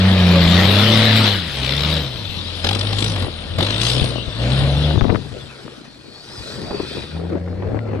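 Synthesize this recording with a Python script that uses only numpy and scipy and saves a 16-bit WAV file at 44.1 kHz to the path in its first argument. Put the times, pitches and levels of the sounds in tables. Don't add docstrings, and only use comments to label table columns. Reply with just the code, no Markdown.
import sys
import numpy as np
from scipy import signal
from scipy.fft import rfft, irfft
from scipy.io import wavfile
from scipy.ndimage import uniform_filter1d

SR = 44100
rng = np.random.default_rng(int(sys.argv[2]) if len(sys.argv) > 2 else 0)


def bounce(signal):
    frames = np.transpose(np.atleast_2d(signal))
    limited = np.clip(frames, -1, 1)
    pcm = np.round(limited * 32767).astype(np.int16)
    wavfile.write(sys.argv[1], SR, pcm)


N = 352800
TIME = np.arange(N) / SR

# (time [s], firing rate of one bank of cylinders [Hz])
REVS = [(0, 92.1), (.12, 94.06), (.3, 88.15), (.48, 84.8), (.7, 96.86), (.92, 110.1), (1.2, 108.5),
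        (1.35, 100.1), (1.51, 69.66), (1.63, 63.76), (1.95, 79.1), (2.28, 44.68), (2.645, 42),
        (2.715, 49.6), (3.08, 52.97), (3.3, 41.7), (3.48, 38.93), (3.69, 51.92), (4.03, 65.52),
        (4.33, 53.55), (4.56, 66.45), (4.9, 75.05), (5.2, 66.9), (6.7, 62.9), (7.3, 87.1), (7.5, 88.4),
        (7.83, 110.9), (8, 97.9)]
# (start [s], hold [s], rise [s], fall [s], bank tone [dB],
# octave tone [dB], roar [dB], opening bark [dB], rasp [dB], exhaust rumble [dB], lug [0-1])
PUSHES = [(-.2, 1.41, .1, 0.23, 17, 17, 12, 2, 10.5, -14, 0.14),
          (1.53, 0.47, 0.073, 0.098, 11.5, 4, 7, 1, 3, 1, 0.26),
          (2.629, 0.61, 0.02, 0.046, 12, 10, 5, 8, 4.5, 1.5, 0.18),
          (3.578, 0.41, 0.015, 0.22, 8, 8.5, 5.5, 6, 11.5, 1, 0.32),
          (4.35, 0.56, 0.085, 0.1, 14, 12, 11.5, -1, 4, 7.5, 0),
          (7.09, 1.02, 0.071, 0.099, 12.5, 12, -2, 0, -9, -2, 0)]
# (start [s], hold [s], rasp [dB], crack [dB], lug [0-1])
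SPITS = [(.33, 0.96, .5, -2, 0.01), (.8, 0.18, 0, 2, 0), (1.239, 0.11, 3.5, -3.5, 0.04),
         (1.64, 0.17, 2, 2, 0.15), (1.83, 0.14, 5, -2, 0), (2.635, 0.2, -2, 2, 0.12),
         (2.975, 0.12, 2.5, 7, 0.22), (3.57, 0.18, -1.5, 1, 0), (3.804, 0.1, 3.5, 6, 0),
         (4.5, 0.12, 3.5, -0.5, 0.12)]
# (time [s], bank tone [dB], octave tone [dB])
DUNE_SHELTER = [(0, -3, -8.5), (1, -4, -9), (1.42, -1, -9.5), (1.75, -2.5, -2.5), (4.95, 0, -4),
                (5.1, -12, -10), (5.4, -13, -14.5), (5.7, -28, -27), (6.2, -32, -30), (6.6, -11, -21),
                (7.2, -12, -21), (8, -8, -24)]
# (time [s], roar [dB], rasp [dB])
DRIVE_BY = [(0, -35, -37.5), (.6, -31.5, -30), (1.3, -38, -28.5), (1.6, -34.5, -28), (2.15, -32.5, -32),
            (2.6, -33.5, -31), (3.35, -30.5, -36), (4.3, -31, -35), (4.9, -37, -34), (5.2, -39, -41.5)]
# (frequency [Hz], level [dB])
PIPE_RESPONSE = [(40, -38), (50, -48), (58, -37.5), (66, -38), (75, -34), (90, -29), (110, -29.5),
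                 (130, -26), (150, -27.5), (168, -20), (185, -24), (203, -28.5), (220, -27.5)]
# (frequency [Hz], level [dB])
MUFFLER = [(110, -4.5), (170, 2), (250, 1), (310, 2.5), (370, -4.5), (470, 0.5), (540, 1), (630, -2.5),
           (720, -6), (850, -14.5), (1100, -18), (1400, -10)]
CYLINDER_DB = [-4, 3, -5]
# (frequency [Hz], level [dB])
ROAR_COLOUR = [(20, -22.5), (45, -13), (90, -8), (180, 6), (280, 0.5), (390, -6), (560, -1), (800, -7.5),
               (1300, -8), (1800, -9), (3500, -15.5), (8000, -45)]
RASP_COLOUR = [(600, -19), (1200, -9.5), (1700, -11.5), (2400, -5.5), (3000, -0.5), (3500, 3), (4000, 3),
               (4600, -5), (5300, -12.5), (6200, -37), (8000, -40), (13000, -53.5)]
CRACK_COLOUR = [(3500, -15), (4700, 12), (5700, 6), (7000, -3.5), (8500, -2.5), (10000, -4.5),
                (12500, -20.5), (13500, -33.5)]
CLATTER_COLOUR = [(500, 7), (1000, 4.5), (1500, 5), (2100, 8), (3000, 0.5), (5000, -44)]
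# (time [s], pitch [Hz])
TURBO_PITCH = [(0, 12250), (2.1, 12370), (2.3, 11900), (2.58, 9600), (3, 9350), (3.24, 9650), (3.52, 8550),
               (3.8, 8350), (3.97, 8930), (4.08, 9050), (4.4, 8010), (4.9, 10130)]
# (pitch [Hz], level against the rasp [dB])
TURBO_LEVEL = [(8000, -20), (8600, -21), (9400, -21), (10200, -34), (11500, -20), (12500, -31.5)]
# (middle [s], half length [s], extra level [dB])
TURBO_FLARES = [(3.22, 0.037, 12), (4.032, 0.08, 4.5)]

# (time [s], direction [0 in front, 1 gone by])
BEARING = [(0, 0.74), (.85, 0), (1.3, 0.035), (1.85, 0.19), (2.4, 1), (4.8, .95), (7, 0.63)]
# (frequency [Hz], left minus right [dB])
TRUCK_SIDE = [(40, 13), (200, -4), (400, 3.5), (1200, 3.5), (2200, 3.5), (3300, 19.5), (4200, 7),
              (5500, 1.5), (7400, 8), (13000, -3.5)]
SAND_SIDE = [(1500, 0.5), (2400, 2), (3200, 9.7), (4600, 2.5), (10000, 0.5)]
CENTRED = [(60, 0), (3000, 0)]
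# (frequency [Hz], lead [radians])
LEAD_AHEAD = [(100, -0.35), (400, 0.34), (1500, -0.19), (2800, -0.6), (3400, -0.5), (4100, -0.13),
              (6000, 0)]
LEAD_PAST = [(100, 0), (400, 1.02), (900, 0.7), (1500, 1.5), (2200, 2), (2800, 2), (3400, 2.4),
             (4000, 1.65), (4700, 2), (6000, -0.5)]
# (frequency [Hz], likeness [0-1])
TRUCK_LIKENESS = [(40, .3), (130, 1), (300, 0.74), (800, 0.74), (1500, 0.58), (2200, 0.54), (2800, 0.24),
                  (3400, 0.88), (4100, 0.61), (4700, .2), (6000, .3), (12000, 0.53)]
WIND_LIKENESS = [(40, .17), (130, 0.72), (300, 0.21), (700, 0.46), (1500, .28), (3000, .1)]

# (frequency [Hz], level [dB])
WIND_COLOUR = [(20, -27), (50, -5.5), (120, -1), (230, 0.5), (330, 3), (480, 0.5), (750, -9.5),
               (1200, -18.5), (2000, -21), (4000, -39.5), (9000, -57), (13000, -65)]
RUMBLE_COLOUR = [(20, -30), (45, -10.5), (90, 5.5), (170, -1), (300, -12), (900, -48), (4000, -92)]
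# (middle [s], half length [s], rush [dB], rumble [dB])
GUSTS = [(4.055, 0.12, -32.5, -26.5), (5.044, 0.096, -23, -18), (5.326, 0.11, -36, -36),
         (5.656, 0.15, -39.5, -61), (6.527, 0.13, -34, -43), (6.728, 0.11, -25, -41),
         (6.996, 0.065, -28, -38), (7.21, 0.08, -29, -38), (7.355, 0.06, -26.5, -36),
         (7.5, 0.046, -30.5, -42), (7.679, 0.096, -25.5, -28), (7.966, 0.091, -23.5, -31)]
# (time [s], rasp [dB], crack [dB], body [dB])
BACKFIRES = [(2.643, -19.5, -32, -20), (2.667, -20, -35, -22), (2.687, -18, -28.5, -21.5),
             (2.709, -24, -38, -19), (2.728, -22, -36, -25), (2.748, -22.5, -28, -32),
             (2.79, -36, -30, -45), (2.809, -23, -34, -38), (2.868, -24.5, -39, -44),
             (2.928, -24, -41, -24), (2.984, -21.5, -31, -27), (3.022, -23, -39, -32),
             (3.042, -26, -29, -31), (3.16, -42, -44, -24), (3.18, -37, -42, -32), (3.222, -34, -38, -27),
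             (3.584, -34, -33, -20), (3.605, -30, -38, -21), (3.626, -27, -31, -21.5),
             (3.664, -21, -34, -45), (3.704, -26, -34, -40), (4.04, -36, -31, -27)]
BACKFIRE_RISE_S = 0.0019
# (frequency [Hz], level [dB])
BACKFIRE_COLOUR = [(120, -4), (300, 0.5), (600, -0.5), (1100, -6), (1600, -13), (2400, -16), (4000, -32)]
# (pitch [Hz], level [dB], time to fall 60 dB [s])
PIPE_NOTES = [(2900, -4, .035), (3440, -2, .04), (3950, -1, .035), (4500, -1, .03), (5200, -12, .022)]
# (time [s], knock [dB], flurry [dB], centre [Hz], length [s], left minus right [dB])
BUFFETS = [(2.76, -24, -20, 600, .006, 17), (2.906, -19, -25, 500, 0.0062, 10),
           (3.247, -23, -26, 550, .005, 10), (3.269, -19, -23, 400, .004, 19),
           (3.282, -25, -21, 450, .005, 14), (3.473, -25, -33, 300, .005, 10),
           (3.587, -10, -19, 130, 0.017, 0), (3.622, -19, -16.5, 251.1, 0.013, 0),
           (3.968, -19, -22, 300, 0.0088, 16), (4.016, -10, -14.5, 170, 0.015, 24),
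           (4.159, -17, -19.5, 300, .005, 26), (4.183, -14, -25, 300, 0.0066, 31),
           (4.28, -21, -25, 110, .014, 18), (4.908, -16, -21.5, 700, 0.006, 20),
           (4.958, -14.5, -16, 400, 0.0048, 22), (4.978, -13, -22, 400.5, 0.0046, 19),
           (5.0105, -7.5, -26, 1190, 0.0023, 28), (5.015, -15, -14, 500, 0.0056, 28),
           (5.022, -7, -12.5, 80, 0.016, 29), (5.045, -13, -23, 600, 0.004, 27),
           (5.052, -7, -15.5, 280, 0.0066, 27), (5.083, -20, -24, 450, .003, 27),
           (5.095, -9, -24, 500, 0.0037, 27), (5.099, -25, -17.5, 1030, 0.01, 30),
           (5.104, -5, -24, 110.6, 0.0087, 27), (5.122, -12, -15.5, 265, 0.017, 25),
           (5.147, -16, -19, 804, .006, 28), (5.15, -7, -26, 200, 0.0057, 26),
           (5.157, -18, -20.5, 1200, .005, 24), (5.68, -25, -34, 700, 0.0047, 12.5),
           (6.685, -22, -35, 400, 0.0067, -4), (6.709, -14.5, -20, 520, 0.0096, -8),
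           (6.78, -21, -27, 452, 0.006, 3), (6.799, -15.5, -19.5, 438, .012, 8),
           (7.353, -21, -22, 400, 0.012, 20), (7.477, -25, -30, 552, 0.0055, 2),
           (7.529, -22, -31, 500, 0.0049, 4), (7.633, -16, -22.5, 402, 0.0073, .5),
           (7.746, -16, -26.5, 446.4, 0.016, 24), (7.769, -22, -25, 594, 0.011, 22),
           (7.791, -21.5, -27, 1500, .003, 21), (7.932, -20, -25.5, 501.3, 0.011, 17)]
# (time [s], pitch [Hz], level [dB], length [s])
SQUEAKS = [(4.131, 2860, -41.5, 0.13), (4.83, 3510, -34.5, 0.04), (4.974, 3630, -38.5, 0.043),
           (5.378, 3480, -50, 0.075), (5.48, 2550, -52, 0.048)]
# (middle [s], half length [s], coarse hiss [dB], fine hiss [dB])
SAND_THROWS = [(5.42, 0.4, -45.5, -47.5), (6.36, 0.18, -55, -45), (6.51, 0.13, -48, -40),
               (6.93, 0.19, -38.5, -51), (5.8, 2.04, -59, -54.5)]
# (frequency [Hz], level [dB])
COARSE_SAND = [(590, -45), (1000, -19), (1330, -1.5), (2190, -8.5), (2470, -1), (2750, -7.5), (3460, -2),
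               (4750, -4.5), (7020, -38), (9220, -18.5), (12200, -45), (13500, -55)]
FINE_SAND = [(500, 0.5), (1000, 0.5), (1400, 2), (1900, -1), (2500, -17), (3000, -8), (3600, -1),
             (4700, -0.5), (5500, -4), (6600, -11), (8200, -11), (12200, -25), (13500, -34)]
# (pitch [Hz], width [Hz], level [dB])
PANEL_NOTES = [(1880, 70, -3), (2470, 80, -1.5), (3420, 130, 1), (3900, 190, 3), (4450, 230, 0),
               (4890, 130, 0), (5220, 130, -5), (5760, 100, -9.5), (6040, 130, -17), (7500, 160, -15),
               (8160, 220, -10)]
# (time [s], level [dB])
SPRAY_LEVEL = [(5.8, -70), (6.15, -53), (6.35, -45.5), (6.5, -41), (6.62, -49), (6.9, -40), (7.1, -51),
               (7.3, -67), (8, -79)]
# (time [s], pitch [Hz], level [dB])
CREST_HISS = [(5.8, 4100, -60), (6.05, 4350, -53), (6.2, 4450, -44), (6.28, 4900, -54), (6.345, 5250, -44),
              (6.4, 4700, -44), (6.48, 3950, -43), (6.56, 4800, -46), (6.66, 4700, -45), (6.74, 4600, -40),
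              (6.88, 4300, -45), (7.05, 4500, -54), (7.2, 4300, -64)]


def amp(db):
    return 10 ** (np.asarray(db) / 20)


def unit(x):
    return x / np.sqrt(np.mean(np.atleast_2d(x).mean(0) ** 2) + 1e-20)


def curves(rows):
    times, *columns = np.transpose(rows)
    return [np.interp(TIME, times, column) for column in columns]


def look_up(table, hz):
    freqs, values = np.transpose(table)
    return np.interp(np.log(hz + 1), np.log(freqs), values)


def fade(start, end):
    return np.clip((TIME - start) / (end - start), 0, 1)


def held(start, length, rise, fall):
    return fade(start, start + rise) - fade(start + length, start + length + fall)


def swell(middle, half_length):
    return np.exp(-np.minimum(((TIME - middle) / half_length) ** 2, 50))


def panned(side_db):
    left = amp(np.atleast_1d(side_db))
    return 2 * np.array([left, np.ones_like(left)]) / (1 + left)


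def wander(hz):
    freqs = np.fft.rfftfreq(N, 1 / SR)
    return unit(irfft(rfft(rng.standard_normal(N)) * np.exp(-(freqs / hz) ** 2), N))


def noise(colour, patchy_db, side=TRUCK_SIDE, is_wind=False):
    hz, times = np.fft.rfftfreq(2048, 1 / SR), np.arange(N // 512 + 5) * 512 / SR
    a, b, c, d, patches = rng.standard_normal((5, len(times), len(hz)))
    patches = uniform_filter1d(uniform_filter1d(patches, size=5, axis=0), size=14, axis=1)
    patches = unit(patches.ravel()).reshape(a.shape)
    alike = np.clip(look_up(WIND_LIKENESS if is_wind else TRUCK_LIKENESS, hz), -1, 1)
    left = a + 1j * b
    pair = np.array([left, alike * left + np.sqrt(1 - alike ** 2) * (c + 1j * d)])
    pair *= amp(look_up(colour, hz) + patchy_db * patches) * panned(look_up(side, hz))[:, None]
    if not is_wind:
        past = np.interp(times, *np.transpose(BEARING))[:, None]
        lead = (1 - past) * look_up(LEAD_AHEAD, hz) + past * look_up(LEAD_PAST, hz)
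        pair[1] *= np.exp(-1j * lead)
    _, sound = signal.istft(pair.transpose(0, 2, 1), nperseg=2048, noverlap=1536)
    return unit(sound[:, :N])


def add(mix, start, sound):
    part = mix[:, round(start * SR):][:, :sound.shape[1]]
    part += sound[:, :part.shape[1]]


def count_firings(zero_s=2.642, shudder=.026):
    firings = np.cumsum(curves(REVS)[0]) / SR
    return firings - np.interp(zero_s, TIME, firings) + shudder * wander(6)


def engine_effort(bark_s=0.032):
    roar, rasp = curves(DRIVE_BY)
    bank, octave = curves(DUNE_SHELTER)
    exhaust_rumble, crack, lug = bank - 35, -11, 0.15
    throttle = 0
    for start, hold, rise, fall, *boosts in PUSHES:
        bank_db, octave_db, roar_db, bark_db, rasp_db, exhaust_rumble_db, depth = boosts
        push = held(start, hold, rise, fall)
        bark = np.exp(-np.maximum(TIME - start - rise, 0) / bark_s)
        throttle += push
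        bank += bank_db * push
        octave += octave_db * push
        roar += (roar_db + bark_db * bark) * push
        rasp += rasp_db * push
        exhaust_rumble += exhaust_rumble_db * push
        lug += depth * push
    for start, hold, rasp_db, crack_db, depth in SPITS:
        strain = held(start, hold, rise=0.0054, fall=0.048)
        rasp += rasp_db * strain
        crack += crack_db * strain
        lug += depth * strain
    hz, = curves(REVS)
    bank += look_up(PIPE_RESPONSE, hz)
    octave += look_up(PIPE_RESPONSE, 2 * hz)
    return dict(throttle=throttle, bank=bank, octave=octave, roar=roar,
                rasp=rasp, crack=crack, exhaust_rumble=exhaust_rumble, lug=lug)


def drone(firings, engine):
    bank = amp(engine["bank"] + .7 * wander(27)) * np.cos(2 * np.pi * (firings - 2 / 5))
    octave = amp(engine["octave"] + .7 * wander(23)) * np.cos(4 * np.pi * (firings - 1 / 4))
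    return np.sqrt(2) * (bank + octave) * panned(np.interp(TIME, [1.5, 3], [.2, 2.2]))


def overtones(firings):
    cycle_hz, times, out = curves(REVS)[0][::256] / 3, TIME[::256], 0
    revs_db = 5.5 * np.log2(cycle_hz)
    for k in range(4, 40):
        waver = unit(uniform_filter1d(rng.standard_normal(len(times)), size=11))
        stagger = unit(uniform_filter1d(rng.standard_normal(len(times)), size=5))
        db = look_up(MUFFLER, k * cycle_hz) + CYLINDER_DB[k % 3] + 4 * waver + revs_db
        gain = np.interp(TIME, times, amp(db) * np.sqrt(cycle_hz))
        phase = np.interp(TIME, times, rng.random() + .05 * stagger)
        out += gain * np.sin(2 * np.pi * (k * firings / 3 + phase))
    return unit(out)


def puffs(firings, depth, uneven_db, blur_s=0.0014):
    strength = amp(uneven_db * rng.standard_normal(1024))[np.floor(firings).astype(int) % 1024]
    age = (firings % 1) / .15
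    blur = signal.windows.gaussian(513, blur_s * SR)
    puff = unit(signal.oaconvolve(strength * age ** 2 * np.exp(-2 * age), blur, "same"))
    depth = np.clip(depth, 0, 1)
    power = (1 - depth) ** 2 + depth ** 2 + 2 * depth * (1 - depth) * puff.mean()
    return (1 - depth + depth * puff) / np.sqrt(power)


def exhaust_and_block(firings, engine):
    lug = engine["lug"]
    pop_rasp, pop_crack, pop_body = backfires()
    near, far = fade(5.02, 4.946), amp(engine["bank"]) * fade(6.8, 6.9)
    blow = amp(engine["rasp"] - 1.6) * fade(5.4, 5.12)
    coasting_db = 4 * np.minimum(engine["throttle"] - 1, 0)
    growl_gain = amp(engine["roar"] - 2 - 5 * lug + coasting_db) * near + amp(-14) * far
    growl = overtones(firings + .006 * wander(40)) * growl_gain * panned(2)
    roar = noise(ROAR_COLOUR, patchy_db=2) * puffs(firings, 0.35 * lug, uneven_db=1)
    roar *= amp(engine["roar"] - 5.7 + 3 * lug) * near
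    pulses = puffs(firings + .03 * wander(60), .86 * lug, uneven_db=1.8) * amp(1.2 * wander(500))
    rasp = noise(RASP_COLOUR, patchy_db=1.9) * np.hypot(pulses * blow, pop_rasp)
    crack = noise(CRACK_COLOUR, patchy_db=4.5)
    sharp_pulses = puffs(firings, 1.1 * lug - .2, uneven_db=4, blur_s=0.0007)
    crack *= np.hypot(sharp_pulses * amp(engine["crack"] - 1) * blow, pop_crack)
    front = amp(np.interp(TIME, [0, 1.3, 2.6], [-1.5, -3.5, -17]))
    clatter = noise(CLATTER_COLOUR, patchy_db=3.5, side=[(100, 1.2), (4000, 0.77)])
    clatter *= pulses * (front * blow + amp(-27) * far)
    body = noise(BACKFIRE_COLOUR, patchy_db=4) * pop_body
    return growl + roar + rasp + crack + clatter + body


def turbo(rasp_db, lag_s=0.019):
    hz, = curves(TURBO_PITCH)
    fray_hz = np.interp(hz, [9500, 12000], [130, 400])
    pitches = [hz + fray_hz * wander(500) + 60 * wander(25) for _ in range(2)]
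    whistle = np.sin(2 * np.pi * np.cumsum(pitches, axis=1) / SR)
    flutter = amp(3 * wander(160) + 3.6 * wander(20))
    flare_db = sum(db * swell(middle, half) for middle, half, db in TURBO_FLARES)
    level_db = np.interp(TIME - lag_s, TIME, rasp_db) + flare_db + look_up(TURBO_LEVEL, hz)
    return unit(whistle * flutter) * amp(level_db) * panned(np.interp(TIME, [2, 2.7], [-7, 4]))


def wind(breeze_db=-43):
    gusts = sum(amp(db) ** 2 * swell(middle, half) for middle, half, db, _ in GUSTS)
    level_db = 10 * np.log10(amp(breeze_db) ** 2 + gusts)
    sputter_db = np.interp(level_db, [-48, -30], [2, 3.2])
    lumps = unit(amp(sputter_db * wander(140)))
    side_db = np.interp(TIME, [5.15, 5.5, 6.7, 7.8], [11.6, 6.2, 2.5, 6.04])
    air = noise(WIND_COLOUR, patchy_db=3, side=CENTRED, is_wind=True)
    return air * lumps * amp(level_db - 3.5) * panned(side_db)


def rumble(exhaust_rumble_db, breeze_db=-56):
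    gusts = sum(amp(db) ** 2 * swell(middle, half) for middle, half, _, db in GUSTS)
    power = amp(breeze_db) ** 2 + amp(exhaust_rumble_db) ** 2 + gusts
    low_noise = noise(RUMBLE_COLOUR, patchy_db=3.5, side=CENTRED, is_wind=True)
    side_db = np.interp(TIME, [0, 2.6, 4.85, 5.05, 5.5], [1.9, 11, 10, 18, 7.5])
    return low_noise * np.sqrt(power) * panned(side_db)


def backfires(hold_s=0.0049, decay_s=0.0056):
    out, t = np.zeros((3, N)), np.arange(2048) / SR
    burst = np.minimum(t / BACKFIRE_RISE_S, 1) * np.exp(-np.maximum(t - hold_s, 0) / decay_s)
    for start, *levels_db in BACKFIRES:
        add(out, start, amp(levels_db)[:, None] * burst)
    return out


def pipe_rings():
    out, t = np.zeros((2, N)), np.arange(2048) / SR
    for start, rasp_db, _, _ in BACKFIRES:
        for hz, db, ring_s in PIPE_NOTES:
            scatter, detune, phase = rng.standard_normal(3)
            angle = 2 * np.pi * (hz * (1 + .04 * detune) * t + phase)
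            shape = np.minimum(t / BACKFIRE_RISE_S, 1) * np.exp(-np.log(1000) * t / ring_s)
            ring = np.sin([angle, angle - look_up(LEAD_PAST, hz)]) * shape
            gain = amp(rasp_db - 6 + db + 2 * scatter)
            add(out, start + BACKFIRE_RISE_S, gain * ring * panned(look_up(TRUCK_SIDE, hz)))
    return out


def buffets():
    out, t, hz = np.zeros((2, N)), np.arange(4096) / SR, np.fft.rfftfreq(4096, 1 / SR)
    for start, knock_db, flurry_db, centre_hz, length, side_db in BUFFETS:
        shared, own = rng.standard_normal(len(t)), rng.standard_normal((2, len(t)))
        treble_cut = 1 / np.sqrt(1 + (hz / min(3.3 * centre_hz + 300, 3300)) ** 6)
        band = hz / (1 + (hz / centre_hz) ** 2) ** 1.92
        age, angle = 3 * t / length, 2 * np.pi * centre_hz * t
        flurry = unit(irfft(rfft(shared + .5 * own) * treble_cut * band)) * age * np.exp(1 - age)
        pressure = np.roll(angle * (2 - angle) * np.exp(-angle), 44)
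        knock = irfft(rfft(pressure) * treble_cut)
        sound = amp(knock_db) * knock / knock.max() + amp(flurry_db) * flurry
        add(out, start - .001, sound * panned(side_db))
    return out


def squeaks():
    out, waver = np.zeros((2, N)), wander(248)
    for start, hz, db, length in SQUEAKS:
        count = int(length * SR)
        pitch = hz * (1 + .036 * waver[int(start * SR):][:count])
        tone = np.sin(2 * np.pi * np.cumsum(pitch) / SR)
        add(out, start, amp(db + 11) * tone * np.hanning(count) * panned(18))
    return out


def thrown_sand():
    hiss = 0
    for grade, colour in enumerate([COARSE_SAND, FINE_SAND]):
        power = sum(amp(dbs[grade]) ** 2 * swell(middle, half) for middle, half, *dbs in SAND_THROWS)
        hiss += noise(colour, patchy_db=3.2, side=SAND_SIDE) * np.sqrt(power)
    clumps = amp(1.4 * wander(300) + .7 * wander(35))
    return hiss * clumps * fade(5.1, 5.122)


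def sand_on_metal(grains_per_s=2500):
    t, out = np.arange(2048) / SR, 0
    for hz, width_hz, db in PANEL_NOTES:
        grains = (rng.random(N) < grains_per_s / SR) * rng.standard_normal(N)
        angle = 2 * np.pi * hz * t
        ring = np.sin([angle, angle - look_up(LEAD_PAST, hz)]) * np.exp(-np.pi * width_hz * t)
        out += amp(db) * signal.oaconvolve(grains[None], ring / np.linalg.norm(ring), axes=1)[:, :N]
    surges = amp(1.5 * wander(30))
    return unit(out) * surges * amp(curves(SPRAY_LEVEL)[0]) * panned(2.6)


def crest_hiss(spread_hz=180):
    hz, db = curves(CREST_HISS)
    band = (wander(spread_hz) + 1j * wander(spread_hz)) * np.exp(2j * np.pi * np.cumsum(hz) / SR)
    pair = np.array([band, band * np.exp(-1j * look_up(LEAD_PAST, hz))]).real
    return unit(pair) * amp(db - 1) * panned(5.5)


def scene():
    firings, engine = count_firings(), engine_effort()
    truck = drone(firings, engine) + exhaust_and_block(firings, engine) + pipe_rings()
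    truck += turbo(engine["rasp"]) + squeaks()
    sand = thrown_sand() + sand_on_metal() + crest_hiss()
    return truck + sand + wind() + rumble(engine["exhaust_rumble"]) + buffets()


def record(dry):
    over = np.maximum(abs(dry) - .7, 0)
    rounded = dry - np.sign(dry) * (over - .23 * np.tanh(over / .23))
    treble_cut = signal.firwin(255, cutoff=13100, window=("kaiser", 8), fs=SR)
    return signal.oaconvolve(rounded, treble_cut[None], "same")


dry = scene()
out = record(dry)
bounce(out)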